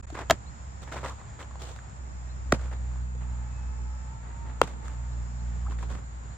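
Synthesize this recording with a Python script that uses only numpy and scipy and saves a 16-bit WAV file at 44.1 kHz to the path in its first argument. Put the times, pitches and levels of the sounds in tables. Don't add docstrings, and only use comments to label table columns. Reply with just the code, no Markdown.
import sys
import numpy as np
from scipy import signal
from scipy.fft import rfft, irfft, next_fast_len
from scipy.io import wavfile

SR = 44100
rng = np.random.default_rng(int(sys.argv[2]) if len(sys.argv) > 2 else 0)


def master_out(mix):
    frames = np.transpose(np.atleast_2d(mix))
    ceiling = np.clip(frames, -1, 1)
    pcm = np.round(ceiling * 32767).astype(np.int16)
    wavfile.write(sys.argv[1], SR, pcm)


N = 280958
TIME = np.arange(N) / SR

# mode_hz, level_db, t60_s
NEAR_GLOVE = [(1040, 6.5, 0.01), (1295, 2.5, .014), (1717, -1, 0.011), (1980, -5, 0.011),
              (2717, -15, 0.022), (3220, -18, 0.033), (3750, -15, 0.016), (5240, -26.5, 0.0088),
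              (6780, -17, 0.0087)]
# mode_hz, level_db, t60_s
FAR_GLOVE = [(1170, 0, 0.01), (1320, 0.5, 0.011), (1662, -11, 0.0079), (1890, -6, 0.014),
             (2040, -23, 0.017), (3500, -5.5, 0.0043), (3950, -18, 0.0065), (5750, -15, 0.0076),
             (7360, -21, 0.01)]
# pitch_hz, relative level_db per Hz
DIRT = [(120, -13), (300, 6.5), (550, 4), (1200, 4.5), (2000, -1), (3200, -15), (5000, -22.5), (8000, -41),
        (10000, -69), (15000, -56.5)]
# pitch_hz, relative level_db per Hz
GRIT = [(500, 14), (1100, 5.5), (2000, -2.5), (3500, 3), (5000, -4.5), (8000, -3), (10500, -34),
        (14500, -19.5), (16500, -27.5)]
# start_s, length_s, body_db, grit_db
SCUFFS = [(0.141, 0.047, -40, -50.5), (0.173, 0.039, -42.5, -53), (0.209, 0.026, -43, -59),
          (0.818, 0.03, -53, -50), (0.87, 0.058, -47.5, -61), (0.914, 0.035, -38, -44),
          (0.956, 0.018, -40.5, -51), (0.972, 0.024, -41.5, -49), (1.007, 0.017, -51, -54),
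          (1.027, 0.048, -40, -56), (1.04, 0.016, -50, -52), (1.061, 0.06, -48.5, -47.5),
          (1.185, 0.03, -50, -61), (1.39, 0.04, -39.5, -48), (1.592, 0.11, -49, -44.5),
          (2.584, 0.1, -48.5, -55), (2.71, 0.045, -47, -61), (3.206, 0.037, -48.5, -65),
          (4.221, 0.13, -53, -81), (4.445, .1, -49.5, -63), (4.63, 0.11, -50.5, -55),
          (4.673, 0.013, -46, -53), (4.817, 0.13, -51.5, -58), (5.704, 0.033, -45.5, -53.5),
          (5.78, 0.089, -50, -53.5), (5.824, 0.013, -45, -55), (5.887, 0.088, -47, -54)]


def from_db(db):
    return 10 ** (np.asarray(db) / 20)


def rms_one(x):
    return x / np.sqrt(np.mean(x ** 2) + 1e-20)


def in_time(rows):
    s, *columns = np.transpose(rows)
    return [np.interp(TIME, s, column) for column in columns]


def colour(x, spectrum):
    hz, db = np.transpose(spectrum)
    bins = np.maximum(np.fft.rfftfreq(len(x), 1 / SR), 1)
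    beyond = np.minimum(bins / hz[0], 1) ** 2 * np.minimum(hz[-1] / bins, 1) ** 2
    gain = from_db(np.interp(np.log(bins), np.log(hz), db))
    return rms_one(irfft(rfft(x) * beyond * gain, len(x)))


def noise(spectrum):
    return colour(rng.standard_normal(next_fast_len(N)), spectrum)[:N]


def drift(rate_hz):
    knots = rng.standard_normal(16384)
    return rms_one(np.interp(TIME * rate_hz, np.arange(len(knots)), knots))


def grains(spectrum, per_s, spread_db):
    size = next_fast_len(N)
    clicks = (rng.random(size) < per_s / SR) * rng.standard_normal(size)
    uneven = from_db(spread_db * np.minimum(rng.exponential(1, size), 3))
    return colour(clicks * uneven, spectrum)[:N]


def burst(s, rise, fall, grip=1):
    span = slice(int(s * SR), min(int(s * SR) + SR // 4, N))
    t = np.maximum(TIME[span] - s, 0)
    return span, t, (1 - np.exp(-t / rise)) * np.exp(-(t / fall) ** grip)


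def stereo(mid, side=0, pan_db=0):
    sign = np.array([[1], [-1]])
    return (mid + sign * side) * from_db(sign * pan_db / 2)


def widened(spectrum):
    # pitch_hz, tilt_db
    width = [(200, -17), (1200, -11.5), (2400, -6.5), (4400, -3.5), (8000, 3), (15000, 10.5)]
    width_hz, width_db = np.transpose(width)
    return [(hz, db + np.interp(np.log(hz), np.log(width_hz), width_db)) for hz, db in spectrum]


def motor(waver_db=1.0, overtone_waver_db=1.0, wander_hz=0.518, lag_s=0.00095):
    # time_s, pitch_hz
    pitch = [(0.0, 63.5), (0.19, 65.5), (1.17, 65), (2.38, 62), (4.93, 60), (6.37, 59.5)]
    # time_s, level_db
    level = [(0.0, -39), (0.03, -42.5), (0.3, -42), (0.8, -43.5), (1.13, -39), (1.24, -58), (1.35, -44.5),
             (1.67, -41.5), (1.97, -51), (2.0, -38), (2.4, -37.5), (2.59, -31.5), (3.9, -33.5),
             (4.19, -39.5), (4.7, -37.5), (5.24, -32.5), (5.31, -37.5), (5.39, -33), (5.78, -29),
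             (6.1, -38.5), (6.3, -40.5), (6.37, -44)]
    # time_s, level_db
    overtone_level = [(0, -64), (1.05, -51), (1.25, -64), (2.4, -50), (2.6, -47.5), (3.3, -43),
                      (3.9, -48.5), (4.9, -46), (5.7, -41), (6.37, -54.5)]
    # multiple of the firing rate, level_db against the common level
    orders = [(2, -1), (3, -10.5), (4, -16)]
    (hz,), (level_db,), (overtones_db,) = in_time(pitch), in_time(level), in_time(overtone_level)
    ear_delay = hz * lag_s * np.array([[0], [1]])
    turn = 2 * np.pi * (np.cumsum(hz + wander_hz * drift(11)) / SR - ear_delay)
    hum = np.sin(turn) * from_db(level_db + waver_db * drift(12))
    for k, db in orders:
        hum = hum + from_db(overtones_db + db + overtone_waver_db * drift(6)) * np.sin(k * turn)
    return stereo(np.sqrt(2) * hum, pan_db=-1.9)


def air(mid_db=-46.5, side_db=-51, breeze_db=1.0, wind_db=-54, gust_db=4):
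    # pitch_hz, relative level_db per Hz
    mid = [(25, 0), (55, 13), (105, 16), (170, 5.5), (330, -9.5), (800, -6.5), (1800, -11.5), (3000, -21),
           (4600, -23.5), (5500, -23), (6200, -25), (7100, -7), (8200, -27.5), (9500, -59)]
    # pitch_hz, relative level_db per Hz
    side = [(25, -3.5), (70, 18.5), (170, 1), (380, -10), (850, 7.5), (1800, -3), (3000, -15), (4600, -14),
            (5500, -22.5), (6200, -15), (7100, 0), (8200, -17), (9500, -31), (15500, -37.5)]
    hiss = stereo(from_db(mid_db + breeze_db * drift(8.4)) * noise(mid), from_db(side_db) * noise(side))
    wind_spectrum = [(35, -10.5), (60, -0.5), (110, -11.0), (250, -13.5)]
    wind = np.array([noise(wind_spectrum) for _ in range(2)])
    return hiss + from_db(wind_db + gust_db * drift(9.9)) * wind


def whine(wander_hz=0.8, wander_per_rev=0.845, fade_db=4.0, rasp_db=-1):
    # time_s, pitch_hz
    revs = [(3.2, 429.3), (3.6, 429.6), (4.0, 435.4), (4.3, 443.4), (4.6, 446.2), (5.4, 434)]
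    # multiple of the pitch, level_db at the start of the swell
    orders = [(2, -1), (3, -7), (4, -13.5), (5, -17.5), (6, -9)]
    # pitch_hz, relative level_db per Hz
    rasp = [(500, -30), (850, 12.5), (1400, -5.5), (2600, -12), (4000, -36.5)]
    start_s, attack_s, end_s, release_s = 3.14, 0.15, 4.99, 0.22
    full_db, idle_db, recede_db_per_s = -57, -69.5, 1.5
    dulling_db_per_s = 2.5
    hz, = in_time(revs)
    running = np.maximum(TIME - start_s, 0)
    throttle = np.clip(running / attack_s, 0, 1) * np.exp(-np.maximum(TIME - end_s, 0) / release_s)
    wander = (wander_hz + wander_per_rev * (hz - hz.min())) * drift(22)
    turn = 2 * np.pi * np.cumsum(hz + wander) / SR
    lines = np.zeros(N)
    for k, db in orders:
        dulling_db = dulling_db_per_s * (k - 2.5) * running
        lines += from_db(db - dulling_db + fade_db * drift(12)) * np.sin(k * turn)
    ears = np.array([lines + from_db(rasp_db) * noise(rasp) for _ in range(2)])
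    swell_db = (full_db - recede_db_per_s * running - idle_db) * throttle
    return from_db(idle_db + swell_db) * ears


def coarse_grains(count=3, snap_db=-12):
    level_db, spread_db, low_hz, high_hz, length_s = -1, 7, 724, 3020, 0.0022
    firm_db = -53
    rows = []
    for s, length, body_db, _ in SCUFFS:
        for when, size, pitch in rng.random((count, 3)):
            hz = low_hz * (high_hz / low_hz) ** pitch
            if body_db > firm_db:
                start = s + length * (0.092 + 0.73 * when)
                db = body_db + level_db + spread_db * (2 * size - 1)
                rows.append((start, db, hz, length_s, snap_db))
    return rows


def ticks(rise_s=0.00032, wobble=0.2):
    # start_s, level_db, pitch_hz, length_s,
    # snap_db against the knock
    knocks = [(.101, -36.5, 595, 0.0047, -3), (.126, -33.5, 326, 0.0073, -13),
              (.152, -30, 550, 0.0035, -15), (.175, -30.5, 1210, 0.003, -16),
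              (.19, -29.5, 1160, 0.0043, -5), (.214, -35, 440, .004, -15), (.875, -42, 806, 0.0042, -15),
              (.922, -33, 1810, .005, -10), (.941, -31, 620, 0.0071, -10), (.96, -35, 718, 0.0072, -12),
              (1.031, -30, 796, 0.0052, -14), (1.045, -26.5, 867, 0.0079, -12),
              (1.048, -29, 480, 0.0056, -11), (1.06, -30, 574, 0.0047, -6),
              (1.213, -36.5, 1140, 0.0032, -14), (1.399, -37, 1425, 0.0023, -1),
              (1.428, -40, 3040, 0.0018, -1), (1.51, -36, 1260, 0.0028, -14),
              (1.556, -30, 1090, 0.0018, -10), (1.762, -39, 1460, 0.0018, 3),
              (1.789, -32.5, 1550, 0.0017, -13), (2.5219, -14.5, 1350, 0.0023, 1),
              (2.958, -43.5, 1020, 0.0041, -11.5), (3.149, -44, 490, 0.0087, -12),
              (4.6365, -28.5, 750, 0.0028, -2), (4.854, -37.5, 1700, 0.0009, 0),
              (4.8815, -29.5, 1265, 0.0011, 0), (5.699, -33, 337, 0.0028, -9), (5.72, -36, 1050, 0.005, -8),
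              (5.787, -39, 1800, 0.0036, -5), (5.828, -33, 1004, 0.006, -13),
              (5.902, -39, 1320, 0.0026, -5), (5.925, -47, 1460, 0.0059, -8), (5.945, -45, 1500, .0012, -2)]
    out = np.zeros((2, N))
    snap = stereo(0.26 * noise(DIRT) + 0.5 * noise(GRIT), 0.35 * noise(widened(GRIT)))
    unsteady = 1 + wobble * drift(1500)
    for s, db, hz, length, snap_db in list(knocks) + coarse_grains():
        span, t, fade = burst(s, rise_s, length)
        knock = np.sin(2 * np.pi * hz * np.cumsum(unsteady[span]) / SR)
        out[:, span] += from_db(db) * fade * (knock + from_db(snap_db) * snap[:, span])
    return out


def scuffs(body_width_db=-9, grit_width_db=-2, uneven_db=2.0):
    body, grit = np.zeros(N), np.zeros(N)
    for s, length, body_db, grit_db in SCUFFS:
        span, t, stroke = burst(s, 0.15 * length, length, grip=1.6)
        body[span] += from_db(body_db) * stroke
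        grit[span] += from_db(grit_db) * stroke
    crunch = stereo(grains(DIRT, 3000, 2.6), from_db(body_width_db) * grains(widened(DIRT), 5000, 3))
    sand = stereo(grains(GRIT, 3500, 0.78), from_db(grit_width_db) * grains(widened(GRIT), 3500, 2.5))
    return (body * crunch + grit * sand) * from_db(uneven_db * drift(130))


def insect(buzz_db=-70, first_s=0.26, every_s=1.52, length_s=1):
    # pitch_hz, relative level_db per Hz
    buzz = [(4400, -24), (5200, 1), (5650, 0), (6100, -8), (6800, -35)]
    swell = np.sin(np.pi * np.clip((TIME - first_s) % every_s / length_s, 0, 1))
    return from_db(buzz_db) * swell * stereo(0.57 * noise(buzz), noise(buzz))


def catches(slap_rise_s=0.00074, thud_hz=100, thud_rise_s=0.0012, thud_fall_s=0.0073,
            flutter_rise_s=0.0072, flutter_fall_s=0.013, flutter_width_db=-7, web_t60_s=0.011):
    # start_s, glove (its modes), slap_db,
    # palm_s (slap delay), pocket_db, crack_db, thud_db, flutter_db, close_s (flutter delay),
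    # pocket_start_hz, pocket_end_hz, glide_s, swell_s, ring_s, contact_s (crack rise),
    # grip (how abruptly the ring is choked), bright_db per octave, damping (factor on leather decay),
    # web_hz, web_db, crack_width_db, pan_db (positive left), lag_s (right ear later)
    impacts = [(0.2983, NEAR_GLOVE, -16.5, 0.000088, -8, -14, -40, -21.5, .001, 504, 707, 0.0012, 0.0022, 0.005, 0.00044, 1.5, 3.5, 0.58, 3100, -11, -6, -0.5, 0.00001),
               (0.3073, NEAR_GLOVE, -8, .0014, -9.5, -8, -25, -26, 0.0048, 627, 668, 0.0013, 0.0014, 0.0089, 0.00097, 6.4, 6.5, 1.4, 1580, -7, -11, 1, 0.000012),
               (2.5231, FAR_GLOVE, -4, 0.000518, -5.5, -19, -28, -21.5, 0.0086, 1356, 55.6, 0.00406, 0.0043, 0.0095, 0.00054, 1.35, 3.4, 1.3, 1230, -24, 2, -0.5, 0.000089),
               (4.6154, NEAR_GLOVE, -2, 0.0000071, -7, -14, -29, -25, 0.0085, 4900, 461, 0.000362, 0.0014, 0.005, 0.0004, 3.1, 0.5, 1.46, 2700, -17, 0, 2.5, 0.00011)]
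    # pitch_hz, relative level_db per Hz
    crack_spectrum = [(500, 9.5), (1200, 9), (2100, 8), (2600, -20), (3400, 1), (4000, 3), (5200, 2),
                      (7500, 1), (9000, -11), (11000, -24.5), (14500, -5.5), (16500, -18)]
    # pitch_hz, relative level_db per Hz
    flutter_spectrum = [(60, 4.5), (150, 7.5), (400, 0.5), (1200, -7.5), (2200, -13), (4000, -23),
                        (7500, -26), (10000, -43.5), (15000, -51)]
    out = np.zeros((2, N))
    crack, crack_side = noise(crack_spectrum), noise(widened(crack_spectrum))
    flutter_side = from_db(flutter_width_db) * grains(widened(flutter_spectrum), 6000, 2)
    flutter = stereo(grains(flutter_spectrum, 6600, 0.53), flutter_side)
    for (s, glove, slap_db, palm, pocket_db, crack_db, thud_db, flutter_db, close, start_hz, end_hz,
         glide, swell, ring, contact, grip, bright_db, damping, web_hz, web_db, width_db,
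         pan_db, lag) in impacts:
        span, t, squeeze = burst(s, swell, ring, grip)
        hz = end_hz + (start_hz - end_hz) * np.exp(-t / glide)
        pocket = from_db(pocket_db) * squeeze * np.sin(2 * np.pi * np.cumsum(hz) / SR)
        since = np.maximum(t - palm, 0)
        modes = np.zeros(len(t))
        for mode_hz, db, t60 in glove:
            tilt_db = bright_db * np.log2(mode_hz / glove[0][0])
            decay_db = 60 * damping * since / t60
            modes += from_db(db + tilt_db - decay_db) * np.sin(2 * np.pi * mode_hz * since)
        web = from_db(web_db - 60 * since / web_t60_s) * np.sin(2 * np.pi * web_hz * since)
        slap = (1 - np.exp(-since / slap_rise_s)) * (from_db(slap_db) * modes + web)
        recoil = burst(s, thud_rise_s, thud_fall_s)[2]
        thud = from_db(thud_db) * recoil * np.sin(2 * np.pi * thud_hz * t)
        pop = pocket + slap + thud
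        out[:, span] += stereo(np.array([pop, np.interp(t - lag, t, pop)]), pan_db=pan_db)
        snap = burst(s, contact, 2.64 * contact, grip=1.1)[2]
        crack_pair = stereo(crack[span], from_db(width_db) * crack_side[span])
        out[:, span] += from_db(crack_db) * snap * crack_pair
        span, t, closing = burst(s + close, flutter_rise_s, flutter_fall_s)
        out[:, span] += from_db(flutter_db) * closing * flutter[:, span]
    return out


def birds(note_s=0.039, note_change=0.02):
    # start_s, level_db
    notes = [(.458, -58), (2.289, -59), (2.74, -63.5), (3.0, -68), (5.11, -62), (5.38, -64), (6.031, -73),
             (6.3, -66)]
    song = np.zeros(N)
    for s, db in notes:
        span, t, note = burst(s, 0.1 * note_s, note_s, grip=8.9)
        hz = np.interp(t / note_s, [0, 0.5, 1], [3750, 4120, 4280])
        hz = hz * (1 + note_change * rng.standard_normal())
        song[span] += from_db(db) * note * np.sin(2 * np.pi * np.cumsum(hz) / SR)
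    return stereo(0.38 * song, song)


def creaks(wobble=0.14, rough_db=3):
    # start_s, length_s, level_db, start_hz, end_hz
    drags = [(1.089, 0.027, -36, 1047, 1180), (5.653, 0.0061, -40, 1307, 1160),
             (5.662, 0.012, -35.5, 1130, 1260), (5.681, 0.01, -37.5, 930, 810)]
    out = np.zeros(N)
    unsteady = 1 + wobble * drift(900)
    for s, length, db, start_hz, end_hz in drags:
        span, t, drag = burst(s, 0.25 * length, length, grip=1.6)
        hz = np.interp(t, [0, length], [start_hz, end_hz]) * unsteady[span]
        out[span] += from_db(db) * drag * np.sin(2 * np.pi * np.cumsum(hz) / SR)
    return stereo(out * from_db(rough_db * drift(250)))


def whistle(level_db=-69.5):
    # time_s, pitch_hz
    swoop = [(3.86, 6140), (3.919, 5500), (4.0, 5280), (4.12, 5500)]
    hz, = in_time(swoop)
    start, end = swoop[0][0], swoop[-1][0]
    swell = np.sin(np.pi * np.clip((TIME - start) / (end - start), 0, 1))
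    song = from_db(level_db) * swell * np.sin(2 * np.pi * np.cumsum(hz) / SR)
    return stereo(0.38 * song, song)


def scene():
    players = catches() + scuffs() + ticks() + creaks()
    return players + motor() + whine() + birds() + whistle() + insect() + air()


def record(dry, edge_s=0.0061, ceiling=1.3, stopband_hz=17300):
    # start_s, length_s
    dropouts = [(0.008, 0.023), (0.052, 0.02)]
    gate = np.ones(N)
    for s, length in dropouts:
        outside = abs(TIME - s - length / 2) - length / 2
        gate *= np.clip(outside / edge_s + 1, 0, 1)
    rounded = ceiling * np.tanh(gate * dry / ceiling)
    low_pass = signal.cheby2(14, 70, stopband_hz, fs=SR, output="sos")
    return signal.sosfilt(low_pass, rounded)


dry = scene()
out = record(dry)
master_out(out)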